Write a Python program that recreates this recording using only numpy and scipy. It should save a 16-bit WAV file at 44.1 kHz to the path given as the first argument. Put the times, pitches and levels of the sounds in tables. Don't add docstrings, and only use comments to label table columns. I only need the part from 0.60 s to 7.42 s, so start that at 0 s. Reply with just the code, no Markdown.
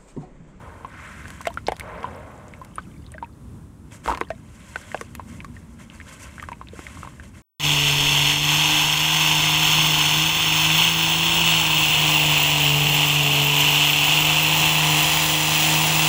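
import sys
import numpy as np
from scipy import signal
from scipy.io import wavfile
from scipy.ndimage import uniform_filter1d

SR = 44100
rng = np.random.default_rng(int(sys.argv[2]) if len(sys.argv) > 2 else 0)


def transcribe(u):
    v = np.clip(np.atleast_2d(u).T, -1, 1)
    q = np.round(v * 32767).astype(np.int16)
    wavfile.write(sys.argv[1], SR, q)


N = 300762
TIME = np.arange(N) / SR

# t/s, level/dB, f/Hz, pitch rise/(share per 10 ms)
TRAPPED_BUBBLES = [(.2472, -21.5, 964, 0.28), (0.6551, -25.5, 1610, 0.51), (.8672, -24.5, 2060, 0),
                   (.871, -14, 672, 0.015), (.881, -25, 2980, 0.12), (.9043, -31.5, 964, 0),
                   (0.9734, -16, 1380, 0.014), (0.982, -36, 1980, 0.049), (1.085, -7.5, 653, 0.71),
                   (1.121, -13.5, 687, 0.66), (1.2086, -21.5, 2120, .15), (1.443, -17.5, 991, 0.0075),
                   (1.454, -35, 2900, 0.16), (2.015, -29, 980, 0.078), (2.157, -24.5, 9400, 0),
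                   (2.1822, -16.5, 1180, 0.17), (2.1884, -28.5, 1515, 0), (2.541, -32, 1860, 0.046),
                   (2.547, -35.5, 628, 0), (2.581, -28.5, 1520, 0.15), (2.626, -20.5, 927, 0.0027),
                   (2.645, -34.5, 2450, .15), (3.4848, -12.5, 903, 0.046), (3.4961, -10.5, 900, 0.098),
                   (3.5015, -22, 810, 0.54), (3.5147, -15, 1140, 0.21), (3.5177, -17.5, 790, .4),
                   (3.536, -20, 980, 0.012), (3.5737, -27, 990, 0.03), (3.7043, -18.5, 661, 0),
                   (3.715, -33.5, 1870, 0.0028), (4.158, -16, 1450, 0.1), (4.412, -26.5, 1086, 0.085),
                   (4.8461, -31, 1130, 0), (4.966, -34, 1860, 0), (5.8271, -27, 1190, 0.019),
                   (5.8873, -23.5, 963, .45), (5.9183, -24.5, 960, 0)]
# t/s, level/dB, f/Hz
CRUMB_PLINKS = [(.807, -26, 1050), (0.8541, -18.5, 1990), (1.0677, -16, 4000), (1.0721, -16, 5200),
                (1.882, -32, 7050), (1.937, -28, 2140), (2.465, -33.5, 4000), (2.519, -23, 8800),
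                (3.5485, -20.5, 2211), (4.317, -23, 1930), (4.375, -27.5, 2640), (4.5513, -21, 10700),
                (4.596, -21, 980), (4.804, -23, 2380), (5.3, -29, 2916), (5.4013, -26, 1800),
                (5.413, -26.5, 2150), (5.781, -26.5, 1470), (5.7977, -21, 1950), (5.838, -24.5, 1650),
                (5.93, -25.5, 2298), (6.0135, -24, 1060), (6.072, -33, 2580), (6.0858, -28, 3660),
                (6.2673, -21, 2080), (6.372, -30, 1100), (6.431, -22, 1220), (6.449, -28, 935),
                (6.4738, -27, 1060), (6.598, -27, 1660)]
# t/s, level/dB, treble tilt/dB
LUMP_SMACKS = [(.681, -30, 17), (0.7038, -25, 10), (.8136, -27, 18), (.856, -24.5, -11), (0.8707, -14, -14),
               (0.941, -32.5, 19), (1.0832, -13.5, -23), (1.1198, -19.5, -18), (1.166, -27.5, 10),
               (1.1967, -21, 11), (1.4308, -22.5, -37), (2.048, -31.5, 34), (3.5481, -28, -20),
               (3.574, -24.5, -8), (3.6079, -25, 12), (3.612, -11, -57), (3.7035, -21.5, -34),
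               (4.1592, -17, -25), (4.3452, -13, -67), (4.4113, -19.5, -4), (4.5512, -24, 25),
               (4.8458, -27.5, -5), (5.825, -26, 9), (5.887, -27, -19), (5.9174, -31.5, -5),
               (6.1916, -26, -62)]
# t/s, level/dB, f/Hz
CAVITY_GULPS = [(.872, -35, 488), (1.0846, -12.5, 422), (3.502, -23, 330), (3.613, -9.5, 404),
                (4.3458, -13.5, 547), (4.412, -17.5, 440), (6.133, -21, 422), (6.191, -21.5, 306)]
# t/s, length/s, level/dB
THUMB_RUBS = [(3.301, 0.043, -54.5), (3.432, 0.07, -47), (4.665, 0.096, -57.5), (4.939, 0.026, -60.5),
              (5.179, 0.037, -55), (5.297, 0.061, -57.5), (5.455, .075, -52), (5.594, 0.064, -51),
              (6.616, 0.018, -54), (6.73, .055, -58)]
# t/s, length/s, build-up/s, level/dB
SAND_POURS = [(-.1, 2.36, 0.092, -68.5), (0.233, .62, 0.21, -58.5), (3.21, 3.4, 0.12, -68),
              (3.8, 0.57, 0.37, -54.5), (5.295, 0.51, 0.28, -58), (6.09, 0.35, 0.079, -54)]
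# t/s, length/s, level/dB, settled f/Hz
AIR_CLOUDS = [(-.15, 0.58, -39.5, 846), (0.26, 0.55, -39, 1500), (1.162, 0.93, -31.5, 770)]
# t/s, level/dB, f/Hz
FAR_MOTOR = [(3.8, -50, 221.6), (4.1, -76, 225), (4.45, -50, 234), (4.8, -44.5, 234.6), (5.25, -52, 226.8),
             (5.7, -65, 221)]
# t/s, level/dB, f/Hz
THIN_TONE = [(2.28, -82, 3510), (2.34, -72, 3570), (3.1, -83, 3530), (3.25, -80, 3540)]

# f/Hz, relative level/dB
SMACK_SPECTRUM = [(200, -10), (700, 7), (1800, 10), (4000, -2), (6500, -4), (10000, -5), (16000, -21.5)]
HISS_SPECTRUM = [(1500, -21), (2700, -14), (4200, -8), (5500, 0), (7500, 3.5), (9300, -1), (10300, -5),
                 (13000, -12), (16000, -26)]
PATTER_SPECTRUM = [(250, -31.5), (450, -9.5), (600, 4.5), (770, -9.5), (1000, 2.5), (1250, -2.5),
                   (1650, -0.5), (2200, -0.5), (3000, -4), (4300, -15), (7000, -42)]
FIZZ_SPECTRUM = [(200, -25), (380, 2), (480, -2), (620, -0.5), (770, -8.5), (980, -2.5), (1170, -4.5),
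                 (1450, -2.5), (1750, -4), (2100, -3), (3200, -8), (5000, -20), (10000, -46)]
PLUNGE_SPECTRUM = [(30, -42), (60, 7), (130, -32), (300, 4), (450, -2.5), (680, -5), (950, -2.5),
                   (1300, 1.5), (1700, -10), (2200, -12.5), (4500, -22.5), (9000, -45), (15000, -37)]
RUMBLE_SPECTRUM = [(22, -44), (35, -8), (50, -3), (75, 3), (120, -2.5), (220, -5.5), (310, -11), (420, -21),
                   (720, -29), (1000, -25), (2000, -37.5), (4500, -45), (9000, -39.5), (15500, -53.5)]
# f/Hz, T60/s
YARD_DECAY = [(200, 0.067), (1000, 0.059), (3000, 0.015), (12000, 0.041)]
# delay/s, linear gain
NEAR_ECHOES = [(.0021, 0.13), (.0041, 0.11), (.0068, .12)]


def bubbles():
    out, t = np.zeros(N), np.arange(SR // 25) / SR
    deep_cycles, surface_damping = 8, 3.6
    crumb_cycles, crumb_rise = 2.9, 0.03
    singing = [(s, db, hz, rise, deep_cycles / (1 + surface_damping * abs(rise)))
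               for s, db, hz, rise in TRAPPED_BUBBLES]
    plinking = [(s, db, hz, crumb_rise, crumb_cycles) for s, db, hz in CRUMB_PLINKS]
    for s, db, hz, rise, cycles in singing + plinking:
        splash = unit_rms(coloured(rng.standard_normal(len(t)), PATTER_SPECTRUM)) * np.exp(-t / 0.01)
        add(out, s, gain_of(db) * ring(hz, cycles / hz, rise, attack_s=0.0001))
        add(out, s, gain_of(db - 23.5) * splash)
    return out


def lumps():
    out, t = np.zeros(N), np.arange(SR // 25) / SR
    for s, db, tilt_db in LUMP_SMACKS:
        blow = (t == 0) + 0.27 * rng.standard_normal(len(t)) * np.exp(-t / 0.002)
        tilted = [(hz, band_db + tilt_db * hz / (hz + 6000)) for hz, band_db in SMACK_SPECTRUM]
        smack = coloured(blow, tilted)
        add(out, s, gain_of(db + 1) * smack / abs(smack).max())
        for flight, pitch, force in rng.random(size=(6, 3)):
            hz = 2000 * 2 ** (1.72 * pitch)
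            droplet = gain_of(db - 22) * force * ring(hz, life_s=6 / hz, rise=0.12)
            add(out, s + 0.0039 + 0.037 * flight ** 2, droplet)
    for s, db, hz in CAVITY_GULPS:
        add(out, s, gain_of(db) * ring(hz, life_s=0.0031, rise=0.039, attack_s=0.002))
    return out


def plunge():
    churn = unit_rms(coloured(impacts(per_s=2600, spread_db=12), PLUNGE_SPECTRUM))
    return gain_of(-26.5) * churn * swell(start_s=3.452, length_s=0.048, attack_s=0.015, release_s=0.044)


def sand_flow():
    rubs = [gain_of(db) * swell(s, length, attack_s=0.021, release_s=0.038)
            for s, length, db in THUMB_RUBS]
    pours = [gain_of(db) * swell(s, length, build, release_s=0.11) for s, length, build, db in SAND_POURS]
    return power_sum(rubs + pours)


def sand():
    hiss = unit_rms(coloured(impacts(per_s=3800, spread_db=2.5), HISS_SPECTRUM))
    pings = sum(sound for _, sound in swarm(412, 4900, per_s=11000, spread_db=2.5, cycles=5.5))
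    patter = unit_rms(coloured(pings, PATTER_SPECTRUM))
    flicker = gain_of(0.5 + 2.55 * wander(per_s=65))
    return sand_flow() * (flicker * hiss + gain_of(5) * patter)


def fizz():
    fade_db_per_s, settle_s, start_octaves, width_octaves = 24, 0.045, 0.8, 0.71
    envelopes, octaves = [], []
    for s, length, db, hz in AIR_CLOUDS:
        age = np.maximum(TIME - s, 0)
        welling = swell(s, length, attack_s=0.19, release_s=0.063)
        envelopes.append(gain_of(db - fade_db_per_s * age) * welling)
        octaves.append(np.log2(hz) + start_octaves * np.exp(-age / settle_s))
    centre = np.average(octaves, axis=0, weights=np.square(envelopes) + 1e-20)
    sizes = swarm(345, 5120, per_s=5000, spread_db=1, cycles=2.3)
    cloud = sum(sound / (1 + ((np.log2(hz) - centre) / width_octaves) ** 2) for hz, sound in sizes)
    return unit_rms(coloured(cloud, FIZZ_SPECTRUM)) * power_sum(envelopes)


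def drips():
    spray = [gain_of(db - 44) * swell(s, length_s=0.053, attack_s=0.053, release_s=0.053)
             for s, db, _ in LUMP_SMACKS]
    hands = gain_of(-63) * swell(start_s=1.897, length_s=0.78, attack_s=0.048, release_s=0.067)
    strays = gain_of(-5.5) * sand_flow()
    sizes = swarm(1140, 4840, per_s=69, spread_db=0.5, cycles=5.5, count=20)
    plinks = unit_rms(sum(sound / hz ** 1.09 for hz, sound in sizes))
    return power_sum(spray + [hands, strays]) * plinks


def foam():
    sizes = swarm(5000, 13300, per_s=130, spread_db=5.5, cycles=3.6, count=10)
    ticks = unit_rms(sum(sound / hz for hz, sound in sizes))
    fade = gain_of(-62.5 - 5.5 * TIME)
    return ticks * fade * swell(start_s=0.22, length_s=2.43, attack_s=0.062, release_s=0.1)


def yard(x):
    t = np.arange(SR // 4) / SR
    scatter = rng.standard_normal(len(t)) * (rng.random(len(t)) < 0.1) * (t > 0.004)
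    hz, age, bands = signal.stft(scatter, SR, nperseg=256)
    decay = np.exp(-np.log(1000) * age / at_frequency(YARD_DECAY, hz)[:, None])
    tail = signal.istft(bands * decay, SR)[1]
    response = gain_of(-14.5) * tail / np.linalg.norm(tail)
    direct = (0.00023, 1)
    for delay, gain in [direct] + NEAR_ECHOES:
        add(response, delay, np.array([gain]))
    return signal.oaconvolve(x, response)[:N]


def faint_tone(rows, waver, flutter_db):
    times, db, hz = np.transpose(rows)
    gate = uniform_filter1d(((TIME >= times[0]) & (TIME <= times[-1])) * 1.0, size=600)
    pitch = np.interp(TIME, times, hz) * (1 + waver * wander(per_s=70))
    level_db = np.interp(TIME, times, db) + flutter_db * wander(per_s=20)
    return gate * gain_of(level_db) * np.sin(2 * np.pi * np.cumsum(pitch) / SR)


def background():
    drift = gain_of(-42.5 + 1.44 * wander(per_s=6.1))
    rumble = drift * unit_rms(coloured(rng.standard_normal(N), RUMBLE_SPECTRUM))
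    motor = faint_tone(FAR_MOTOR, waver=0.025, flutter_db=3.5)
    whine = faint_tone(THIN_TONE, waver=0.006, flutter_db=2.5)
    return rumble + motor + whine


def ring(hz, life_s, rise, attack_s=0.00096):
    t = np.arange(SR // 20) / SR
    glide = 1 + rise * np.minimum(t / 0.01, 2)
    envelope = np.exp(-(t / life_s) ** 1.5) * (1 - np.exp(-t / attack_s))
    return envelope * np.sin(2 * np.pi * np.cumsum(hz * glide) / SR)


def swarm(lo_hz, hi_hz, per_s, spread_db, cycles, count=40):
    for hz in np.geomspace(lo_hz, hi_hz, count) * rng.uniform(0.932, 1.03, count):
        births = impacts(per_s / count, spread_db)
        pings = signal.oaconvolve(births, ring(hz, cycles / hz, rise=rng.uniform(0, 0.1)))[:N]
        yield hz, unit_rms(pings) * np.sqrt(hz)


def impacts(per_s, spread_db):
    size = gain_of(spread_db * np.minimum(rng.exponential(1, N), 4))
    return size * rng.choice([-1, 1], N) * (rng.random(N) < per_s / SR)


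def swell(start_s, length_s, attack_s, release_s):
    age = TIME - start_s
    return np.clip(age / attack_s, 0, 1) * np.exp(-np.maximum(age - length_s, 0) / release_s)


def wander(per_s):
    knots = rng.standard_normal(4096)
    return np.interp(TIME * per_s, np.arange(len(knots)), knots)


def coloured(x, spectrum):
    hz = abs(np.fft.fftfreq(8192, 1 / SR))
    log_gain = np.log(gain_of(at_frequency(spectrum, hz)))
    taps = np.fft.ifft(np.exp(np.conj(signal.hilbert(log_gain)))).real
    return signal.oaconvolve(x, taps[:len(taps) // 2])[:len(x)]


def at_frequency(rows, hz):
    f, value = np.transpose(rows)
    return np.interp(np.log(hz + 1), np.log(f), value)


def power_sum(envelopes):
    return np.sqrt(sum(envelope ** 2 for envelope in envelopes))


def gain_of(db):
    return 10 ** (np.asarray(db) / 20)


def unit_rms(x):
    return x / np.sqrt(np.mean(x ** 2) + 1e-20)


def add(mix, start_s, sound):
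    part = mix[max(round(start_s * SR), 0):][:len(sound)]
    part += sound[:len(part)]


def scene():
    tub = bubbles() + lumps() + sand() + drips() + fizz() + foam() + plunge()
    return (yard(tub) + background())[None]


def record(dry):
    low_cut_hz, band_limit_hz = 30.4, 15800
    low_cut = signal.butter(4, low_cut_hz, "high", fs=SR, output="sos")
    band_limit = signal.firwin(401, band_limit_hz, window=("kaiser", 9), fs=SR)
    return signal.oaconvolve(signal.sosfilt(low_cut, dry), band_limit[None], "same")


dry = scene()
out = record(dry)
transcribe(out)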